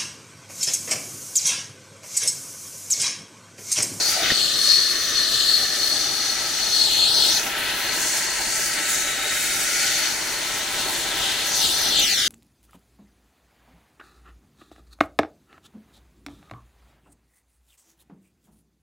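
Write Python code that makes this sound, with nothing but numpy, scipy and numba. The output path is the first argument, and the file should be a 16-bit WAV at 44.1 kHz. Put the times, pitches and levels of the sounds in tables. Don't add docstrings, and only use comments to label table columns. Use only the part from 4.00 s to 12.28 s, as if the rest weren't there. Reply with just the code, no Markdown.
import sys
import numpy as np
from scipy import signal
from scipy.fft import rfft, irfft
from scipy.io import wavfile
from scipy.ndimage import uniform_filter1d, map_coordinates
from numba import njit

SR = 44100
rng = np.random.default_rng(int(sys.argv[2]) if len(sys.argv) > 2 else 0)


def dump(signal):
    limited = np.clip(np.atleast_2d(signal).T, -1, 1)
    pcm = np.round(limited * 32767).astype(np.int16)
    wavfile.write(sys.argv[1], SR, pcm)


N = 365148
TIME = np.arange(N) / SR
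HZ = np.arange(N // 2 + 1) * SR / N + 1e-3

# t/s, jet hiss/dB, whistle/dB, roar on the pipe/dB
TORCH_LEVELS = [(0, -30.5, -23, -33.5), (.2, -30, -30, -31.5), (.36, -28, -27, -35), (.5, -29.5, -33, -42),
                (.72, -31, -22, -41), (.95, -31.5, -31.5, -35), (1.25, -30, -27, -42),
                (1.42, -28.5, -29, -40), (1.54, -31, -25, -38), (1.68, -34, -33, -37),
                (1.88, -33, -28, -36), (2.3, -33.5, -30, -35), (2.68, -31, -28, -36.5),
                (2.8, -27.5, -22.5, -50), (3.3, -24.5, -26.5, -38), (3.37, -25, -29, -36),
                (3.45, -31, -42, -30), (3.65, -27, -35, -28), (4.0, -32.5, -31, -29.5),
                (4.4, -38, -32, -29.5), (4.8, -37, -38, -28), (5.65, -38, -38, -26.5),
                (5.95, -26, -30.5, -27.5), (6.2, -34.5, -33, -31.5), (6.6, -32.5, -43, -31),
                (6.8, -32, -34, -31), (7.3, -27, -43, -33.5), (7.54, -31, -33, -33),
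                (7.65, -23.5, -37, -42.5), (7.8, -28.5, -31, -32.5), (8.0, -24, -28.5, -38.5),
                (8.28, -24.5, -30, -43)]
# f/Hz, level/dB
JET_SPECTRUM = [(600, -12), (1500, -2), (2500, 0.5), (3500, 4.5), (5000, -2.5), (7000, -6.5), (10000, -17),
                (16000, -26)]
# f/Hz, width/Hz, lift/dB
JET_RESONANCES = [(3630, 330, 1.5), (5690, 480, 3.5), (6150, 670, 9.5)]
# t/s, echo lag/ms, echo strength/0-1, jet brightness at 6 kHz/dB
TIP_PATH = [(0, .17, .5, 4.5), (.3, 0.22, 0.13, -4), (.47, 0.25, .75, 1), (.68, .22, 0.4, 6.5),
            (1.1, 0.23, 0.16, 5), (1.4, 0.25, .75, 4), (1.7, 0.23, 0.31, 7.5), (2.6, 0.2, 0.07, 4),
            (2.75, .2, 0.4, 2), (2.95, .29, 0.46, -4), (3.05, .26, .8, -6), (3.15, .2, 1, -6),
            (3.25, .25, 0.73, 2.5), (3.43, .14, 0.43, -3.5), (3.6, 0.11, 0.16, -12), (4.1, 0.14, 0.24, 2),
            (4.5, 0.14, 0, -1), (5.0, 0.3, 0.3, 1), (5.4, .23, 0.1, -2), (5.95, 0.17, 0.14, 1.5),
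            (6.5, 0.21, 0.07, -2.5), (7.4, 0.27, 0.02, -12), (7.52, 0.14, 0.1, 4), (7.66, 0.253, 0.75, -2),
            (7.75, 0.21, 0.54, 1.5), (7.88, 0.2, 0.5, -1), (8.0, 0.27, 0.75, -1.5), (8.1, .42, 0.75, 0),
            (8.18, 0.56, 0.75, 0.5), (8.28, 0.6, 0.7, -2)]
# t/s, f/Hz
WHISTLE_PITCH = [(0, 4300), (.12, 4620), (.34, 4450), (.5, 4230), (.68, 4420), (1.5, 4290), (2.5, 4380),
                 (2.85, 4260), (4.2, 4320), (4.6, 4490), (5.0, 4260), (5.75, 4460), (6.7, 4250),
                 (8.28, 4330)]
# f/Hz, level/dB
ROAR_SPECTRUM = [(500, -35), (1100, -2), (1350, 2), (2000, 1), (2400, -2.5), (2800, -2), (4500, -20.5),
                 (8000, -38)]
# f/Hz, width/Hz, lift/dB
ROAR_RESONANCES = [(1326, 57, 3.9), (1660, 28, 2.1), (1954, 52, 3.8), (2284, 79, 10.2)]
# f/Hz, level/dB
SIZZLE_SPECTRUM = [(3000, -23), (5500, -1), (7000, 2.5), (8500, -3.5), (9500, -3.5), (10500, -15),
                   (16000, -33)]
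# f/Hz, level/dB
TOP_SPECTRUM = [(6000, -30), (9500, -2), (11000, 3.5), (13000, -5), (14700, 0.5), (16000, -6.5)]
# t/s, sizzle/dB, top hiss/dB
TREBLE_LEVELS = [(0, -32.5, -41), (1.0, -36.5, -39.5), (2.6, -35, -40.5), (3.35, -32, -35.5),
                 (3.55, -50, -41), (3.8, -43, -35.5), (4.0, -32, -41), (5.2, -31.5, -39), (6.1, -31.5, -39),
                 (6.6, -35, -39), (7.4, -34.5, -39), (8.28, -37, -38.5)]
# t/s, length/s, lift/dB
TREBLE_FLARES = [(.03, 0.15, 6), (.6, 0.19, 4.5), (1.3, 0.31, 1.5), (1.75, 0.27, 2.5), (2.75, 0.18, 3.5),
                 (3.2, 0.25, 1), (3.96, 0.3, 4), (4.52, 0.22, 4.5), (4.85, 0.16, 5), (5.3, 0.66, 4),
                 (6.72, .28, 2), (7.5, 0.25, 5.5), (7.75, .12, 3), (8.03, .2, 2.5)]
# f/Hz, level/dB
RUMBLE_SPECTRUM = [(20, -9), (40, -1.5), (70, -8.5), (120, -5), (200, -7), (330, 0.5), (500, -4), (600, -1),
                   (850, -4), (1300, 0), (2000, -39)]
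# t/s, length/s, lift/dB
RUMBLE_LIFTS = [(0, .08, 2), (2.72, .15, 0), (3.35, 0.58, 1.5), (6.74, 0.53, 3), (7.72, 0.27, 3),
                (8.06, .3, -4)]
# t/s, length/s, f/Hz, level/dB
PIPE_NOTES = [(0.149, .09, 700, -34), (.45, 1.5, 1776, -37), (2.4, 0.66, 1790, -43.5),
              (4.8, .85, 3770, -36), (7.05, .43, 3490, -42)]
# jet/dB, whistle/dB, roar/dB, sizzle/dB, rumble/dB
STUTTER_LIFTS = (8, -5, 6.5, -8, 6.5)
# t/s, peak/dB, f/Hz, t60/s
POP_RINGS = [(.3205, -11, 330, .0086), (.303, -12, 1860, .038)]
# f/Hz, peak/dB
TOOL_RINGS = [(7600, -27), (10800, -26), (11600, -28), (14300, -24)]
# t/s, f/Hz, width/Hz, depth/0-1
WALL_HOLLOW = [(0, 1110, 250, 0.8), (.7, 880, 375, .8), (1.4, 890, 368, .8), (2.0, 1034, 234, 0.6),
               (3.0, 1100, 253, 0.75), (4.3, 1220, 256, 0.7), (4.6, 1100, 395, 0.87), (5.9, 1110, 400, 1),
               (6.2, 1200, 250, 0.43), (7.9, 1140, 250, .75), (8.05, 1050, 400, .95), (8.28, 1000, 400, .9)]
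# f/Hz, width/Hz, lift/dB
WALL_MODES = [(509, 28, -13), (540, 75, 3.5), (724, 24, -7), (780, 86, 4.5), (850, 17, -7.5), (883, 41, 5),
              (1362, 18, -7.5), (2263, 40, -9), (2387, 68, -3.5), (2690, 48, -6.5), (3900, 63, 0),
              (4500, 120, -2), (7150, 120, -4.5), (7900, 200, 0.5), (9230, 240, 3.5), (9400, 430, -0.5)]
# f/Hz, level/dB
DIFFUSE_SPECTRUM = [(60, -2), (1000, -7), (4000, -2.5), (15000, 10.5)]
# f/Hz, gain/dB
MIC_SIDE_GAIN = [(60, -20), (300, -17.5), (600, -12), (900, -4.5), (1500, -16.5), (3000, -7), (6000, -8.5),
                 (10000, -10), (15000, -10)]
# f/Hz, left minus right/dB
MIC_BALANCE = [(60, 0.5), (200, -0.5), (700, 0.5), (1290, .5), (2380, .7), (3500, 2.5), (4100, 6),
               (4700, 6), (5800, 2), (8120, 0), (11000, -3.5), (15000, 3)]


def undb(db):
    return 10 ** (np.asarray(db) / 20)


def curves(table):
    s, *columns = np.transpose(table)
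    return [np.interp(TIME, s, c) for c in columns]


def colour(x, points, resonances=()):
    hz, db = np.transpose(points)
    gain = undb(np.interp(np.log(HZ), np.log(hz), db))
    for centre, width, lift_db in resonances:
        gain = gain * undb(lift_db / (1 + (2 * (HZ - centre) / width) ** 2))
    return irfft(rfft(x) * gain, N)


def walk(rate):
    hold = int(SR / rate)
    steps = np.repeat(rng.standard_normal(N // hold + 1), hold)
    return uniform_filter1d(uniform_filter1d(steps, hold), hold)[:N]


def swell(start, length, edge):
    return np.clip(np.minimum(TIME - start, start + length - TIME) / edge + .5, 0, 1)


def lifts(rows):
    return sum(db * swell(s, length, edge=.12) for s, length, db in rows)


@njit
def bandpass(x, hz, width):
    y, band, low = np.empty(len(x)), 0., 0.
    for i in range(len(x)):
        g, damping = np.tan(np.pi * hz[i] / SR), width[i] / hz[i]
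        v = (band + g * (x[i] - low)) / (1 + g * (g + damping))
        band, low = 2 * v - band, low + 2 * g * v
        y[i] = damping * v
    return y


def turbulence(db, points, resonances=(), *, flicker_db, gust_db):
    x = colour(rng.standard_normal((2, N)), points, resonances)
    return x / x.std() * undb(db + flicker_db * walk(45) + gust_db * walk(12))


def cavity_tone(db, hz, width_hz):
    hz = hz * (1 + .0066 * walk(8))
    x = np.array([bandpass(v, hz, width_hz + np.zeros(N)) for v in rng.standard_normal((2, N))])
    band_rms = np.sqrt(np.pi / SR * width_hz)
    return x / band_rms * undb(db + 1.3 * walk(40))


def jet(db):
    x = turbulence(db + 1, JET_SPECTRUM, JET_RESONANCES, flicker_db=1.14, gust_db=1.57)
    upper = np.array([bandpass(v, np.full(N, 6000.), np.full(N, 2500.)) for v in x])
    _, _, brightness_db = curves(TIP_PATH)
    return x + (undb(brightness_db) - 1) * upper


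def off_ground(x):
    lag_ms, strength, _ = curves(TIP_PATH)
    delayed = np.arange(N) - (lag_ms + .015 * walk(150)) * SR / 1000
    dulled = signal.filtfilt(*signal.butter(2, 9500, fs=SR), x)
    return x + strength * np.array([map_coordinates(v, [delayed], order=3) for v in dulled])


def whistle(db):
    full_db, wider_hz_per_db = -27.5, 8
    width_hz = 210 + wider_hz_per_db * np.clip(full_db - db, 0, None)
    wavering_db = db + 1.4 * walk(6)
    hz = curves(WHISTLE_PITCH)[0] * (1 + .008 * walk(2.8))
    return cavity_tone(wavering_db, hz, width_hz)


def roar(db):
    return turbulence(db, ROAR_SPECTRUM, ROAR_RESONANCES, flicker_db=1, gust_db=.56)


def sizzle(db):
    return turbulence(db, SIZZLE_SPECTRUM, flicker_db=.74, gust_db=1)


def top_hiss(db):
    x = turbulence(db, TOP_SPECTRUM, flicker_db=1.8, gust_db=-.2)
    low, low_and_mid = (colour(x, [(hz, 0), (hz * 1.2, -60)]) for hz in (10300, 12800))
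    return sum(band * undb(1.8 * walk(25)) for band in (low, low_and_mid - low, x - low_and_mid))


def rumble(db):
    return turbulence(db, RUMBLE_SPECTRUM, flicker_db=1.54, gust_db=.6)


def fin_echoes(x, db):
    age = np.linspace(0, 1, int(.012 * SR))
    tails = rng.standard_normal((2, len(age))) * age * np.exp(-4 * age)
    tails = tails * undb(db) / np.sqrt(np.sum(tails ** 2, axis=1, keepdims=True))
    here, there = (signal.fftconvolve(x, tail)[:N] for tail in tails)
    turn = 1.13 * walk(.785)
    return np.cos(turn) * here + np.sin(turn) * there


def coil_walls(x):
    hz, width, depth = curves(WALL_HOLLOW)
    for offset in (-.22, .22):
        x = x - depth * bandpass(x, hz + offset * width, .68 * width)
    return colour(x, [(20, 0), (20000, 0)], WALL_MODES)


def pipe_notes():
    return sum(swell(s, length, edge=.3 * length) * cavity_tone(db, hz, width_hz=90)
               for s, length, hz, db in PIPE_NOTES)


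def stutter(levels_db):
    window = swell(start=.225, length=.105, edge=.03)
    return [db + lift_db * window for db, lift_db in zip(levels_db, STUTTER_LIFTS)]


def ring(start, db, hz, t60):
    age = np.clip(TIME - start, 0, None)
    return undb(db - 60 * age / t60) * np.sin(2 * np.pi * hz * age)


def pop():
    return sum(ring(*row) for row in POP_RINGS)


def tool_tick():
    return sum(ring(7.995, db, hz, t60=.037) for hz, db in TOOL_RINGS)


def microphone_pair(shared, sideways):
    side = colour(sideways, MIC_SIDE_GAIN)
    return np.array([colour(shared + sign * side, [(hz, sign * db / 2) for hz, db in MIC_BALANCE])
                     for sign in (1, -1)])


def scene():
    jet_db, whistle_db, roar_db = curves(TORCH_LEVELS)
    sizzle_db, top_db = curves(TREBLE_LEVELS)
    flare_db = lifts(TREBLE_FLARES)
    rumble_db = -37.5 + lifts(RUMBLE_LIFTS)
    steady_db = jet_db, whistle_db, roar_db, sizzle_db + flare_db, rumble_db
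    jet_db, whistle_db, roar_db, sizzle_db, rumble_db = stutter(steady_db)
    sources = [off_ground(jet(jet_db)), off_ground(whistle(whistle_db)), pipe_notes(), roar(roar_db),
               off_ground(sizzle(sizzle_db)), top_hiss(top_db + flare_db), rumble(rumble_db)]
    direct, diffuse = zip(*sources)
    echoes = sum(fin_echoes(x, db=-8.5) for x in direct)
    echoes = signal.lfilter(*signal.butter(2, 870, "high", fs=SR), echoes)
    shared = coil_walls(sum(direct) + echoes) + pop() + tool_tick()
    sideways = sum(fin_echoes(x, db=0) for x in direct) + colour(sum(diffuse), DIFFUSE_SPECTRUM)
    return microphone_pair(shared, sideways)


def record(dry):
    return signal.sosfilt(signal.ellip(10, .2, 70, 15760, fs=SR, output="sos"), dry)


dry = scene()
out = record(dry)
dump(out)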